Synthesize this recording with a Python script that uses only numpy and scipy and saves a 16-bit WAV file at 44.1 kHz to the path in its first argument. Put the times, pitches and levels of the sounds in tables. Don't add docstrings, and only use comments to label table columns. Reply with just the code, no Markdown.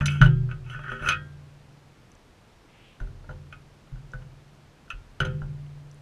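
import sys
import numpy as np
from scipy import signal
from scipy.fft import rfft, irfft, next_fast_len
from scipy.io import wavfile

SR = 44100
rng = np.random.default_rng(int(sys.argv[2]) if len(sys.argv) > 2 else 0)


def volts_from_decibels(level):
    exponent = np.asarray(level, float) / 20
    return 10 ** exponent


def log_audio(samples):
    frames = np.atleast_2d(samples).T
    limited = np.clip(frames, -1, 1)
    pcm = np.round(limited * 32767).astype(np.int16)
    wavfile.write(sys.argv[1], SR, pcm)


N = 265305

# frequency in Hz, density in dB per Hz.
HISS_COLOUR = [(15, -11), (22, 0.5), (42, 0.5), (62, -6), (90, 0), (130, -1.5), (200, -5.5), (550, -11.5),
               (1500, -17.5), (2400, -20.5), (5000, -26.5), (9000, -34.5), (13000, -41.5), (15300, -50)]
# start in seconds, strength in dB, hardness in dB (upper ring
# over rim), weight in dB (wall over rim).
RIM_TAPS = [(.0084, -19, -12.5, -23), (.0143, -22, -17.5, -16), (.0812, -26, 6.5, -18),
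            (.156, -37.5, -7, -3), (.4905, -48.5, -7, -9.5), (.5117, -33, -7, -12.5),
            (.662, -50.5, -7, -9.5), (.6972, -34, -6, -16), (.7465, -28, -26, -26),
            (.7913, -28.5, -17, -21), (.837, -27.5, -17, -23), (.8808, -32.5, -18.5, -13.5),
            (.9174, -21.5, -22.5, -21), (.9957, -36, -14, -9), (1.0226, -26.5, -10.5, -14),
            (1.0433, -25.5, -16.5, -22.5), (1.061, -26, -10, -24.5), (1.0868, -14.5, 6.5, -21.5),
            (1.1039, -21, -3, -20), (1.1198, -21.5, 1, -30.5), (3.5251, -32, -6, -17.5),
            (4.9027, -21, -10, -41.5), (5.2214, -29.5, -25, -20)]
# start in seconds, strength in dB, hardness in dB, weight in dB.
SEED_PECKS = [(.0573, -26.5, 5, -27), (.2142, -1.5, -13, -27), (.2214, -14.5, -13.5, -17),
              (.2428, -26, -7, -20), (.2592, -22.5, -4.5, -12.5), (3.0011, -34.5, -9, -5),
              (3.0144, -43.5, -11, -5), (3.0709, -47, -4.5, -15.5), (3.242, -50, -19, -8),
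              (3.2914, -32.5, -22, -5.5), (3.3094, -43, -9, 3), (3.8726, -54, -15, -15.5),
              (3.9165, -52.5, -11, -8), (3.9564, -49, -8, -12), (4.1345, -31.5, -16, -13.5),
              (4.1494, -49, -23, -7), (4.2198, -50.5, -9.5, -11), (4.8788, -53, -14, -17.5),
              (5.2026, -14.5, -2.5, -15.5), (5.2494, -39, 12.5, 3), (5.4176, -41, -15.5, 3),
              (5.6644, -62.5, 6, -4.5)]
# start in seconds, crack in dB.
HUSK_SPLITS = [
    (0.0576, -29),
    (0.065, -41.5),
    (0.916, -62),
    (1.0868, -34),
    (4.9013, -51.5),
]
# start in seconds, tipping in dB, flexing in dB, drumming in dB,
# spot from 0 (over the lower hum) to 1 (over the upper hum).
PUSHES = [(.009, -33.5, -25, -19.5, 1), (.207, -13.5, -25.5, -12, 0.15), (.75, -48.5, -58, -40.5, 0.98),
          (0.899, -42, -57.5, -42.5, .3), (1.013, -35, -39, -38, 1), (1.086, -55, -39, -31, .9),
          (3.004, -25.5, -40, -43.5, .04), (3.09, -43, -42, -48.5, 0.36), (3.288, -35.5, -38.5, -40, 0.68),
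          (3.376, -56, -54, -65, 0.16), (3.521, -50.5, -56.5, -57, .39), (3.916, -33, -54.5, -38.5, .36),
          (4.033, -47.5, -72, -56, .25), (4.135, -34.5, -44.5, -37, 0.39), (4.929, -33.5, -47, -53.5, 0.39),
          (5.203, -30.5, -29.5, -27.5, 0.63), (5.27, -37, -68, -26, 0.55), (5.415, -33.5, -55, -36.5, .69)]
# start in seconds, pressure in dB, hardness in dB.
CLAW_DRAG = [
    (.64, -63, 3),
    (.706, -46.5, 2),
    (.76, -36, -12),
    (.774, -52.5, -4),
    (.878, -35, -17),
    (.928, -35, -8.5),
    (.986, -41, -11),
    (1.067, -24, -12),
    (1.083, -30, -1.5),
]
# start in seconds, level in dB, hardness in dB, t60 in seconds.
RATTLES = [
    (.018, -28, -15.5, .07),
    (.058, -41.5, 7, 0.36),
    (0.101, -45, 2.5, 0.66),
    (.228, -33.5, -10.5, 0.16),
    (.487, -40.5, -18.5, .13),
    (1.086, -21, -10.5, 0.19),
    (5.212, -28.5, -13.5, 0.13),
    (5.252, -46, -1, 0.31),
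]
# start in seconds, peak in dB.
FAINT_TICKS = [
    (2.1172, -47.5),
    (2.152, -50),
    (4.118, -50.5),
    (4.141, -52),
    (5.9138, -47.5),
    (5.9449, -47.5),
]
# time in seconds, centre in Hz, level in dB.
FAR_SCREECH = [
    (2.66, 2660, -83),
    (2.696, 2605, -65.5),
    (2.77, 2490, -60.5),
    (2.892, 2860, -60),
    (2.956, 2700, -64),
    (2.982, 2730, -74),
    (2.99, 2630, -59),
]

# frequency in Hz, level in dB, t60 in seconds.
ROCKING_MODES = [(32.25, -10.5, .18), (39.2, 0, 0.39), (33.36, -11.5, 1.41)]
FLEX_MODES = [(84.4, -2, 1.486), (98, -4, 0.61), (231, -13.5, 0.42), (304, -16.5, .8)]
LOWER_HUM_MODES = [(125.2, 5, 0.858), (121.2, -16, 3)]
UPPER_HUM_MODES = [(144.32, 2.5, 2.14), (197.9, -10, 1.01), (226.7, -24, 1.2)]
# frequency in Hz, level in dB, t60 in seconds.
STIFF_HUM_MODES = [(152.2, 0, 0.63), (193.5, -23, 0.2), (177.46, -23.5, 0.17), (212.5, -20, 0.04)]
# frequency in Hz, level in dB, t60 in seconds.
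WALL_MODES = [(231.6, -5.5, 0.59), (304, -15.5, 1), (333, -7, 0.526), (373.4, -10, 1), (392, -5.5, 0.67),
              (453.4, -16.5, .2), (512, -2.5, 0.46), (580, -0.5, .08), (602.7, -0.5, .2), (658, -13, 0.14),
              (762.3, -16.5, 0.2), (897, 0.5, 0.14), (1000, -5, 0.1202)]
RIM_MODES = [(1210, -19.5, 0.067), (1269, -4, 0.2), (1250, -26.5, 0.19), (1372, 0, 0.12), (1386, -11, 0.36),
             (1431, 2, 0.11), (1420, 5, 0.019), (1492, 3.5, 0.13), (1591, -13, 0.47), (1630, -20.5, 0.15),
             (1752, -7, 0.13), (1780, -8.5, 0.13), (1880, -13, 0.3)]
UPPER_MODES = [(1980, -14.5, .15), (2145, -6, 0.16), (2250, 2, 0.12), (2491, -9, .18), (2511, -1, 0.11),
               (2730, -6.5, 0.18), (2592, 3, 0.1), (2680, 4.5, 0.056), (2936, 0, 0.1), (2990, 5.5, 0.06),
               (3040, -8.5, 0.05), (3097, -7.5, 0.13), (3208, -19.5, 0.28), (3235, -12, 0.1475),
               (3110, -7.5, 0.24), (3260, -2, 0.3)]
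CASE_MODES = [(3640, -8.5, 0.025), (4016, -3.5, 0.032), (4700, -11.5, 0.016), (5062, -13, .08),
              (5958, -2.5, 0.027), (6100, -8.5, 0.057), (6290, -5, 0.054), (6800, -14.5, 0.017),
              (7490, -10.5, 0.018), (7820, -13.5, 0.012), (9680, -7, 0.021), (10494, -8, .025),
              (10750, -15, 0.017), (12000, -14.5, .015), (13440, -20.5, .01)]


def pole(t60_s):
    return volts_from_decibels(-60 / (t60_s * SR))


def impulses(start_s, gain):
    clicks = np.zeros(N)
    clicks[(start_s * SR).astype(int)] = gain
    return clicks


def band(x, low_hz, high_hz):
    return signal.sosfilt(signal.butter(2, [low_hz, high_hz], "band", fs=SR, output="sos"), x)


def ring(force, hz, t60_s):
    r, w = pole(t60_s), 2 * np.pi * hz / SR
    return signal.lfilter([0, np.sin(w)], [1, -2 * r * np.cos(w), r * r], force + 1e-18)


def puff(rows, column, t60_s):
    starts = impulses(rows[:, 0], volts_from_decibels(rows[:, column]))
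    return signal.lfilter([1], [1, -pole(t60_s)], starts + 1e-18) * rng.standard_normal(N)


def strike(modes, rows, column, trim_db, spread_db, spot=None, chatter_s=0.023):
    rows = np.array(rows)
    share = rng.normal(0, 1, (len(rows), len(modes)))
    grit = rng.standard_normal(N)
    fade = pole(chatter_s)
    out, away_db = 0, 0
    for k, (hz, level_db, t60_s) in enumerate(modes):
        if spot:
            at_rim_hz, at_floor_hz, slope_db = spot
            place = np.clip(rows[:, -1], 0, 1)
            favoured_hz = np.interp(place, [0, 1], [at_rim_hz, at_floor_hz])
            away_db = -(25 + slope_db * place) * abs(np.log(hz / favoured_hz))
        gain = volts_from_decibels(rows[:, column] + level_db + trim_db + spread_db * share[:, k] + away_db)
        force = impulses(rows[:, 0], gain)
        burst = signal.lfilter([np.sqrt(1 - fade ** 2)], [1, -fade], force + 1e-18) * grit
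        out = out + ring(burst, hz, t60_s)
    return out


def rub(modes, gain, per_s, grain_db):
    slips = rng.random(N) < per_s / SR
    slips = slips * volts_from_decibels(grain_db * np.minimum(rng.exponential(1, N), 4))
    slips = slips * rng.choice([-1, 1], N)
    steady = shaped = 0
    for hz, level_db, t60_s in modes:
        force = slips * rng.normal(0, 1, N) * volts_from_decibels(level_db)
        steady = steady + ring(force, hz, t60_s)
        shaped = shaped + ring(force * gain, hz, t60_s)
    return shaped / np.sqrt(np.mean(steady ** 2))


def amp_rms(x, db):
    return volts_from_decibels(db) * x / np.sqrt(np.mean(x ** 2) + 1e-24)


def curve(rows, column):
    rows = np.array(rows)
    return volts_from_decibels(np.interp(np.arange(N) / SR, rows[:, 0], rows[:, column], -150, -150))


def hiss():
    size = next_fast_len(N)
    hz = np.maximum(np.arange(size // 2 + 1) * SR / size, 1)
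    colour_hz, colour_db = np.transpose(HISS_COLOUR)
    colour = volts_from_decibels(np.interp(np.log(hz), np.log(colour_hz), colour_db))
    return amp_rms(irfft(rfft(rng.standard_normal(size)) * colour, size)[:N], -54.5)


def contacts(rows, place, crack_db):
    s, rim_db, hard_db, weight_db = np.transpose(rows)
    upper_db = rim_db + hard_db
    return np.transpose([s, rim_db, upper_db, crack_db + 0.82 * upper_db, rim_db + weight_db, place + 0 * s])


def taps():
    rows = np.vstack([contacts(RIM_TAPS, place=0.17, crack_db=-33.5),
                      contacts(SEED_PECKS, place=0.92, crack_db=-28.5)])
    # favoured Hz at the rim, favoured Hz at the floor, extra dB lost per log step away at the floor
    rim = strike(RIM_MODES, rows, column=1, trim_db=-10, spread_db=2.5, spot=(1200, 1465, 84))
    upper = strike(UPPER_MODES, rows, column=2, trim_db=-9, spread_db=4.5, spot=(2500, 3004, 220))
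    wall = strike(WALL_MODES, rows, column=4, trim_db=-11, spread_db=6, chatter_s=0.011)
    rings = band(rim, 1244, 1800) + band(upper, 1850, 3496) + band(wall, 219.3, 1150)

    thud = volts_from_decibels(3) * band(puff(rows, column=4, t60_s=0.17), 490, 1000)
    body = volts_from_decibels(-4.5) * band(puff(rows, column=1, t60_s=0.11), 1150, 1800)
    body = body + volts_from_decibels(-7.5) * band(puff(rows, column=2, t60_s=0.14), 2050, 3400)

    grit = puff(rows, column=3, t60_s=0.035) + puff(np.array(HUSK_SPLITS), column=1, t60_s=0.042)
    case = volts_from_decibels(-14.5) * sum(volts_from_decibels(level_db) * ring(grit, hz, t60_s) for hz, level_db, t60_s in CASE_MODES)
    crack = band(case, 3321, 11500) + volts_from_decibels(-4.5) * band(grit, 1802, 11000)
    return rings + thud + body + crack


def thumps():
    s, tip_db, flex_db, drum_db, spot = np.transpose(PUSHES)
    angle = np.clip(spot, 0, 1) * np.pi / 2
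    size = int(0.00363 * SR)
    contact = np.hanning(size) * 2 / size

    def push(share):
        return np.convolve(impulses(s, share), contact)[:N]

    stiff = volts_from_decibels(9.5 + 1.3 * drum_db) * np.abs(np.cos(angle)) ** 0.45
    tipping = -ring(push(volts_from_decibels(tip_db)), 41, 0.11) * 150 / SR
    driven = [(tipping, ROCKING_MODES),
              (push(volts_from_decibels(flex_db)), FLEX_MODES),
              (push(-volts_from_decibels(drum_db) * np.cos(angle)), LOWER_HUM_MODES),
              (push(volts_from_decibels(drum_db) * np.sin(angle)), UPPER_HUM_MODES),
              (push(stiff), STIFF_HUM_MODES)]
    out = 0
    for force, modes in driven:
        out = out + sum(volts_from_decibels(level_db) * ring(force, hz, t60_s) for hz, level_db, t60_s in modes)
    return out


def strokes():
    t = np.arange(N) / SR
    drag = [(s, db, db + hard_db) for s, db, hard_db in CLAW_DRAG]
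    rim, upper = curve(drag, column=1), curve(drag, column=2)
    held_s = 0.0088
    for s, db, hard_db, t60_s in RATTLES:
        dying = (t >= s) * volts_from_decibels(db - 60 * np.maximum(t - s - held_s, 0) / t60_s)
        rim, upper = rim + dying, upper + volts_from_decibels(hard_db) * dying
    return rim, upper


def scrapes():
    low, high = strokes()
    bright = volts_from_decibels(1) * high ** 1.494
    rim = volts_from_decibels(-1) * rub(RIM_MODES, low, per_s=720, grain_db=3.5)
    upper = volts_from_decibels(-3) * rub(UPPER_MODES, high, per_s=900, grain_db=4.5)
    case = volts_from_decibels(2.5) * rub(CASE_MODES, bright, per_s=1800, grain_db=5.5)
    seed = volts_from_decibels(2) * bright * rng.standard_normal(N)
    wall = volts_from_decibels(-20.5) * rub(WALL_MODES, low, per_s=370, grain_db=3.5)
    bowl = band(wall, 330, 1061) + band(rim, 996, 2700) + band(upper, 2100, 3450)
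    return bowl + band(case, 4700, 12000) + band(seed, 3000, 9500)


def ticks():
    modes = [(5795, -1.5, 0.009), (6116, -2, 0.0091), (7340, -4, 0.0047), (9460, -1.5, 0.0028)]   # Hz, dB, t60 s
    clicks = strike(modes, FAINT_TICKS, column=1, trim_db=0.5, spread_db=2.5, chatter_s=0.0052)
    return band(clicks, 5400, 9300)


def screech():
    s, hz, _ = np.transpose(FAR_SCREECH)
    phase = 2 * np.pi * np.cumsum(np.interp(np.arange(N) / SR, s, hz)) / SR
    low_pass = signal.butter(2, 550, fs=SR, output="sos")
    a, b = signal.sosfilt(low_pass, rng.standard_normal((2, N)))
    call = a * np.cos(phase) + b * np.sin(phase)
    return amp_rms(call, 0) * curve(FAR_SCREECH, column=2)


def scene():
    return (taps() + thumps() + scrapes() + ticks() + screech() + hiss())[None]


def top_cut(x):
    return signal.sosfilt(signal.butter(12, 15670, fs=SR, output="sos"), x)


def record(dry):
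    start_s, fade_s = 0.0015, 0.00052
    opened = dry * np.clip((np.arange(N) / SR - start_s) / fade_s, 0, 1)
    rounded = 1.437 * np.tanh(opened / 1.579)
    mix = signal.sosfilt(signal.cheby2(10, 60, 16300, fs=SR, output="sos"), rounded)
    return top_cut(mix)


dry = scene()
out = record(dry)
log_audio(out)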